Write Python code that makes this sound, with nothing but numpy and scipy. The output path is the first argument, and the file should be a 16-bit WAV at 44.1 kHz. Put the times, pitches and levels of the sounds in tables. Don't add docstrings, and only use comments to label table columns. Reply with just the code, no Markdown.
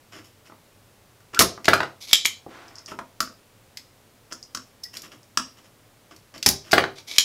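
import sys
import numpy as np
from scipy import signal
from scipy.fft import rfft, irfft
from scipy.io import wavfile
from scipy.ndimage import uniform_filter1d

SR = 44100
rng = np.random.default_rng(int(sys.argv[2]) if len(sys.argv) > 2 else 0)


def log_audio(samples):
    frames = np.atleast_2d(samples).T
    limited = np.clip(frames, -1, 1)
    pcm = np.round(limited * 32767).astype(np.int16)
    wavfile.write(sys.argv[1], SR, pcm)


N = 319284


def amp(db):
    return 10 ** (np.asarray(db) / 20)


def unit(x):
    return x / np.sqrt(np.mean(x ** 2) + 1e-20)


def along(points, hz):
    point_hz, value = np.transpose(points)
    return np.interp(np.log(hz + 1), np.log(point_hz + 1), value)


def add(track, s, sound):
    part = track[max(round(s * SR), 0):][:len(sound)]
    part += sound[:len(part)]


def coloured(x, colour, tilt=0, size=4096):
    hz = np.fft.rfftfreq(size, 1 / SR)
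    spectrum_db = along(colour, hz) + tilt * np.log2(np.maximum(hz / 700, 1))
    cepstrum = irfft(np.log(amp(spectrum_db)))
    fold = 1 + np.sign(size // 2 - np.arange(size))
    fold[0] = 1
    response = irfft(np.exp(rfft(cepstrum * fold)))[:size // 2]
    return signal.fftconvolve(x, response)[:len(x)]


def bouncing(rows, lag, loss_db):
    return rows + [(s + lag, db - loss_db, tilt) for s, db, tilt in rows]


def blows(rows, colour, chatter, lead, t60, modes, ring_db):
    track = np.zeros(N)
    t = np.arange(SR // 4) / SR
    after = np.maximum(t - lead, 0)
    closing = np.minimum(t / lead, 1) ** 2
    for s, db, tilt in rows:
        force = rng.standard_normal(len(t)) * closing * amp(-60 * after / t60)
        force *= chatter / np.linalg.norm(force)
        force -= uniform_filter1d(force, size=64, mode="constant")
        add(force, lead, np.ones(1))
        add(force, lead, chatter * signal.windows.hann(64) / 32)
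        body = coloured(force, colour, tilt)
        body /= np.sqrt(np.sum(body ** 2) / (SR // 250))
        ring = np.zeros(len(t))
        for hz, level, life in modes:
            fade = amp(level + rng.normal(0, 2) - 60 * after / life)
            ring += fade * np.sin(2 * np.pi * hz * rng.normal(1, .002) * after)
        add(track, s, amp(db) * (body + amp(ring_db) * ring))
    return track


def rubbing(rows, colour, rate, grain_db, attack, sag_db, release_t60, hiss=.5, judder_db=1.0):
    track = np.zeros(N)
    t = np.arange(SR // 2) / SR
    for s, length, db, tilt in rows:
        sign, size, judder, fine = rng.standard_normal((4, len(t)))
        slips = (rng.random(len(t)) < rate / SR) * sign * amp(grain_db * size)
        pressure = amp(judder_db * unit(uniform_filter1d(judder, size=300)))
        friction = unit(coloured(pressure * (unit(slips) + hiss * fine), colour, tilt))
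        stroke = np.minimum(t / attack, 1) * amp(-sag_db * np.minimum(t / length, 1))
        release = amp(-60 * np.maximum(t - length, 0) / release_t60)
        add(track, s, amp(db) * stroke * release * friction)
    return track


# start in seconds, piston flight in seconds, release level in dB,
# flight level in dB, stop level in dB.
SHOTS = [(1.391, .0306, -1.5, -14, -9), (6.461, .027, -2.5, -19.5, -6.5)]
# frequency in Hz, level in dB.
SNAP_COLOUR = [(40, -26), (75, -7.5), (110, -3.5), (160, -16.5), (400, -14.5), (750, -16), (1800, -10),
               (3200, -8), (4800, -2), (5700, 0.5), (8000, -12), (11000, -8), (15500, -19.5)]
# frequency in Hz, level in dB, t60 in seconds.
SPRING = [(3634, -12.5, .16), (4560, 5, 0.15), (4856, -2.5, .16), (5100, 0.5, 0.22), (7000, -9.5, .15),
          (10400, -10.5, .2)]
# frequency in Hz, level in dB, t60 in seconds.
BENCH = [(104, -1, .42), (140, -5, .35), (210, -4, .22), (390, 3, .3), (597, 0, .24), (649, 1, .25),
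         (709, 1.5, .24), (803, 0, .25), (1302, 6, .15), (1429, 7, .16), (1632, 4, .15), (1731, 3, .15),
         (1916, 3, .17)]
BENCH_BY_SHOT_DB = -15


def firing(release_tilt=-1.3, stop_tilt=4):
    releases = [(s, db, release_tilt) for s, _, db, _, _ in SHOTS]
    flights = [(s, flight, db, 0) for s, flight, _, db, _ in SHOTS]
    stops = [(s + flight, db, stop_tilt) for s, flight, _, _, db in SHOTS]
    contacts = bouncing(releases, lag=0.0043, loss_db=4) + stops
    modes = SPRING + [(hz, db + BENCH_BY_SHOT_DB, t60) for hz, db, t60 in BENCH]
    snaps = amp(-5.0) * blows(contacts, SNAP_COLOUR, chatter=5, lead=0.00099, t60=.017,
                              modes=modes, ring_db=-24.5)
    rattle = rubbing(flights, SNAP_COLOUR, rate=9900, grain_db=1.0, attack=0.0039, sag_db=2.5, release_t60=.015)
    return snaps + rattle


# start in seconds, level in dB, brightness in dB per octave.
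KNOCKS = [(1.6799, 6.5, -2.5), (1.731, 6, -1), (1.802, -4, -3), (1.8293, -9.5, -2), (6.729, 7, -3.5),
          (6.778, 4, -2.5), (6.837, -6.5, -1.5)]
# frequency in Hz, level in dB.
KNOCK_COLOUR = [(40, -33), (110, -20), (300, -16), (700, -10), (1020, -11), (1380, .5), (1900, -5.5),
                (2400, -13), (3500, -14.5), (4900, -17), (7000, -28), (15500, -43)]
RATTLE_LAG_S, RATTLE_DB, RATTLE_GROWS, RATTLE_TILT = 0.0044, -19.5, 2.1, 6


def knocking():
    rattles = [(s + RATTLE_LAG_S, RATTLE_DB + RATTLE_GROWS * db, RATTLE_TILT) for s, db, _ in KNOCKS]
    return amp(-11.5) * blows(KNOCKS + rattles, KNOCK_COLOUR, chatter=6.3, lead=0.0032, t60=.017,
                              modes=BENCH, ring_db=-33.5)


# start in seconds, length in seconds, level in dB, brightness in dB per octave.
PLUNGER = [(2.003, 0.048, -38.5, 0), (2.066, 0.06, -38, -0.5), (6.95, 0.055, -46, -3.5),
           (7.067, 0.11, -38, -1.5)]
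# frequency in Hz, level in dB.
PLUNGER_COLOUR = [(180, -37.5), (300, -13.5), (696, -16.5), (1490, -18.5), (1810, -20), (2210, -2.5),
                  (2740, -12), (3450, -1.5), (4420, -2.5), (5660, -3), (8840, -17.5), (11500, -13),
                  (15500, -26.5)]
# start in seconds, level in dB, brightness in dB per octave.
COCKING_CLICKS = [(2.1112, -11, -1), (2.1303, 18, 1), (2.248, -5, 1), (2.2535, 6.5, -2.5), (2.2587, 3, 7.5),
                  (7.1123, -11.5, -5), (7.1608, -13, -1), (7.1823, 16, 0)]
# frequency in Hz, level in dB.
CLICK_COLOUR = [(50, -36.5), (250, -23), (800, -23), (1600, -19), (2300, -1.5), (2750, -8.5), (3250, 1.5),
                (4300, -5), (5200, -5), (7200, -10), (9000, -19.5), (11800, -16.5), (15500, -32)]
# frequency in Hz, level in dB, t60 in seconds.
BARREL = [(1870, -9.5, 0.14), (2223, -4.5, .22), (2390, -3, .26), (3080, -2.5, .32), (3160, -1, .25),
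          (3295, -1.5, .17), (4000, -2.5, .3), (4210, -4.5, 0.17), (4720, -6, .22), (4830, -3, 0.22),
          (5585, -2.5, 0.19), (7000, -4.5, .3)]


def cocking():
    slide = rubbing(PLUNGER, PLUNGER_COLOUR, rate=5000, grain_db=2.0, attack=.016, sag_db=2.0, release_t60=.06)
    clicks = amp(-18.5) * blows(COCKING_CLICKS, CLICK_COLOUR, chatter=5, lead=0.0013, t60=0.021,
                                modes=BARREL, ring_db=-27)
    return slide + clicks


# start in seconds, level in dB, brightness in dB per octave.
TAPS = [(3.203, -5.5, -1.5), (3.273, -27, -7), (4.322, -20, -1.5), (4.547, -14, 2.5), (4.571, -22, .5),
        (5.372, -2.5, 1.5), (6.11, -40, -6.5), (6.339, -34.5, -3)]
# frequency in Hz, level in dB.
TAP_COLOUR = [(50, -22.5), (130, -25), (250, -12), (400, -21.5), (600, -9.5), (850, -22), (1150, -2.5),
              (1350, 1), (1900, -11.5), (2300, -18), (3000, -11), (3900, -17), (5250, -2.5), (6200, -9.5),
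              (7500, -11.5), (8800, -25), (15500, -37)]
# frequency in Hz, level in dB, t60 in seconds.
IRON = [(5440, -2, 0.307), (5300, -2, .26), (5900, -10.5, .15), (6000, -9, 0.2), (10900, -9, 0.29)]
# frequency in Hz, level in dB, t60 in seconds.
PANEL = [(230, -10.5, 0.11), (262, 2.5, 0.21), (598, -5.5, 0.15), (1262, 5, .05), (1910, -5.5, .12)]


def taps():
    return amp(-10.0) * blows(TAPS, TAP_COLOUR, chatter=1.33, lead=.0022, t60=0.023,
                              modes=IRON + PANEL, ring_db=-31.5)


# start in seconds, level in dB, brightness in dB per octave.
BUMPS = [(.497, -36.5, -2.5), (.52, -35.5, -1.5), (1.204, -47, 6), (1.337, -26.5, -2), (1.406, -3, 2.5),
         (1.412, -4, 4.5), (1.576, -27.5, -2.5), (2.462, -26.5, -32), (2.917, -23, -4.5), (2.988, -18.5, 1)]
# frequency in Hz, level in dB.
BUMP_COLOUR = [(40, -20), (100, -16.5), (240, -9.5), (700, -3.5), (1000, -0.5), (1300, 3), (1800, -8),
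               (2800, -20.5), (6000, -23.5), (15000, -42.5)]


def bumps():
    return amp(-7.5) * blows(BUMPS, BUMP_COLOUR, chatter=2.4, lead=.0014, t60=.035, modes=PANEL, ring_db=-23.0)


# start in seconds, level in dB, brightness in dB per octave.
TICKS = [(1.3455, -16.5, -3.5), (1.6442, -18.5, -5), (1.6545, -11, -5), (3.2045, -8.5, 3.5),
         (3.7712, -19, -2), (4.8364, -22.5, 4.5), (4.969, -17.5, 1.5), (5.019, -25.5, 6.5),
         (6.1625, -34.5, 1.5), (6.3785, -27.5, -1.5), (6.4268, -9.5, -2.5), (6.7115, -17, -5),
         (6.718, -6.5, -0.5), (6.983, -27, -5)]
# frequency in Hz, level in dB.
TICK_COLOUR = [(100, -28.5), (1100, -24.5), (2300, -7), (3500, -6.5), (4800, 1), (6500, -3), (8200, -11),
               (10000, -17.5), (12500, -11.5), (15500, -22)]


def ticks():
    return amp(-12) * blows(TICKS, TICK_COLOUR, chatter=5.4, lead=.00083, t60=0.028, modes=SPRING, ring_db=-38.0)


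# start in seconds, level in dB, brightness in dB per octave.
PINGS = [(2.6803, -34.5, -2), (2.7545, -28, -1), (2.7825, -25.5, -4), (2.8595, -24.5, -1.5),
         (4.3275, -21, 6.5), (4.427, -24.5, -2), (5.23, -41, 1)]
# frequency in Hz, level in dB.
PING_COLOUR = [(100, -37), (2500, -25), (4000, -13), (5000, 7.5), (6400, -1.5), (8300, -9), (10000, -18),
               (15500, -34)]


def pings():
    contacts = bouncing(PINGS, lag=.0075, loss_db=7)
    return amp(-12.0) * blows(contacts, PING_COLOUR, chatter=3.7, lead=0.00114, t60=0.017,
                              modes=IRON, ring_db=-40)


# start in seconds, length in seconds, level in dB, brightness in dB per octave.
SCRAPES = [(.118, 0.073, -44.5, -0.5), (.24, 0.026, -52.5, 4.5), (.45, .025, -51.5, 1),
           (1.328, 0.039, -44, -2.5), (2.875, 0.044, -42.5, 0.5), (4.305, 0.014, -44, 0),
           (4.93, 0.048, -42.5, 3), (5.03, 0.025, -43, 1), (5.112, 0.02, -45.5, 0), (5.565, .03, -53.5, 1),
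           (5.635, .025, -55.5, 1), (6.105, 0.014, -46, -1), (6.338, 0.024, -42.5, -0.5),
           (6.64, 0.1, -49.5, 0.5)]
# frequency in Hz, level in dB.
SCRAPE_COLOUR = [(120, -7.5), (220, 1), (480, -4), (680, 1), (830, -8.5), (1150, 2.5), (1400, 0),
                 (1800, -1), (2500, -3), (3040, 1), (3480, -8.5), (4400, -12), (5330, -1), (6200, -11.5),
                 (6900, -8.5), (8300, -18), (13000, -20.5), (15500, -27.5)]


def scrapes():
    return rubbing(SCRAPES, SCRAPE_COLOUR, rate=3200, grain_db=1, attack=0.0082, sag_db=2.0, release_t60=0.11)


# start in seconds,
# length in seconds, first pitch in Hz, last pitch in Hz, level in dB.
SQUEAKS = [(1.353, 0.031, 1385, 1470, -28.5), (1.371, 0.0077, 1496, 1370, -19),
           (4.833, 0.0152, 5630, 4940, -27.5), (4.846, 0.024, 1933, 1936, -46)]


def squeaks(overtone_db=-22, waver=.04):
    track = np.zeros(N)
    for s, length, first_hz, last_hz, db in SQUEAKS:
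        progress = np.linspace(0, 1, round(length * SR))
        drift = unit(uniform_filter1d(rng.standard_normal(len(progress)), size=60))
        pitch_hz = (first_hz + (last_hz - first_hz) * progress) * (1 + waver * drift)
        phase = 2 * np.pi * np.cumsum(pitch_hz) / SR
        tone = sum(amp(db + k * overtone_db) * np.sin((k + 1) * phase) for k in range(3))
        add(track, s, np.sin(np.pi * progress) * tone)
    return track


# start in seconds, length in seconds, level in dB, brightness in dB per octave.
SLIDE = [(2.47, 0.31, -43, -0.5)]
# frequency in Hz, level in dB.
SLIDE_COLOUR = [(100, -53), (220, -7), (450, -8), (700, -1.5), (1500, -0.5), (3000, -9), (6000, -16),
                (14000, -41.5)]


def hand():
    return rubbing(SLIDE, SLIDE_COLOUR, rate=15000, grain_db=-2.0, attack=0.079, sag_db=14, release_t60=0.62)


def board():
    return taps() + bumps() + ticks() + pings() + scrapes() + hand() + squeaks()


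# frequency in Hz, t60 in seconds.
ROOM_T60 = [(100, 0.34), (260, .33), (700, 0.3), (1500, .22), (5000, 0.31), (13000, 0.15)]
# frequency in Hz, level in dB.
ROOM_WET = [(50, -7), (120, 2), (350, 5.5), (1300, -4), (5000, -4), (13000, -1.5)]
# delay in seconds, level in dB.
WALLS = [(.0075, -21.5), (0.0124, -13.5), (0.0145, -21), (.0235, -14), (.042, -28.5)]


def room(x, bass_db, build_up=0.0016):
    hz, t, noise = signal.stft(rng.standard_normal(SR // 2), SR, nperseg=256)
    fade = amp(-60 * t / along(ROOM_T60, hz)[:, None])
    wet_db = along(ROOM_WET, hz) + bass_db / (1 + (hz / 600) ** 2)
    fade *= amp(wet_db)[:, None] / np.sqrt(np.sum(fade ** 2, axis=1, keepdims=True) * t[1] * SR)
    tail = signal.istft(noise * fade, SR, nperseg=256)[1]
    tail *= 1 - np.exp(-(np.arange(len(tail)) / SR / build_up) ** 2)
    for delay, db in WALLS:
        add(tail, delay, amp([db]))
    return signal.fftconvolve(x, tail)[:N]


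# frequency in Hz, level in dB.
HUSH = [(12, -33.5), (20, 3), (64, -17.5), (106, -0.5), (137, -8), (171, -11), (226, -10.5), (362, -13.5),
        (441, -12.5), (582, -12.5), (651, -15.5), (1310, -19), (1590, -20.5), (2160, -21.5), (15600, -30.5)]
HUSH_DB = -56


def hushed_room():
    return amp(HUSH_DB) * unit(coloured(rng.standard_normal(N), HUSH))


def scene():
    hush = hushed_room()
    shot, knocks, cocked, work = firing(), knocking(), cocking(), board()
    echoes = amp(-3.0) * room(shot, bass_db=8.0)
    echoes += amp(-1) * room(knocks, bass_db=-2.0)
    echoes += amp(-3.0) * room(cocked, bass_db=-10.0)
    echoes += amp(-2.5) * room(work, bass_db=2.75)
    return (shot + knocks + cocked + work + echoes + hush)[None]


TOP_HZ = 15750


def record(dry, low_cut_hz=34, ceiling=0.91, hardness=6):
    high_pass = signal.butter(2, low_cut_hz, "highpass", fs=SR, output="sos")
    thin = signal.sosfilt(high_pass, dry)
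    clipped = thin / (1 + np.abs(thin / ceiling) ** hardness) ** (1 / hardness)
    low_pass = signal.firwin(201, TOP_HZ, fs=SR)
    return signal.fftconvolve(clipped, low_pass[None], mode="same")


dry = scene()
out = record(dry)
log_audio(out)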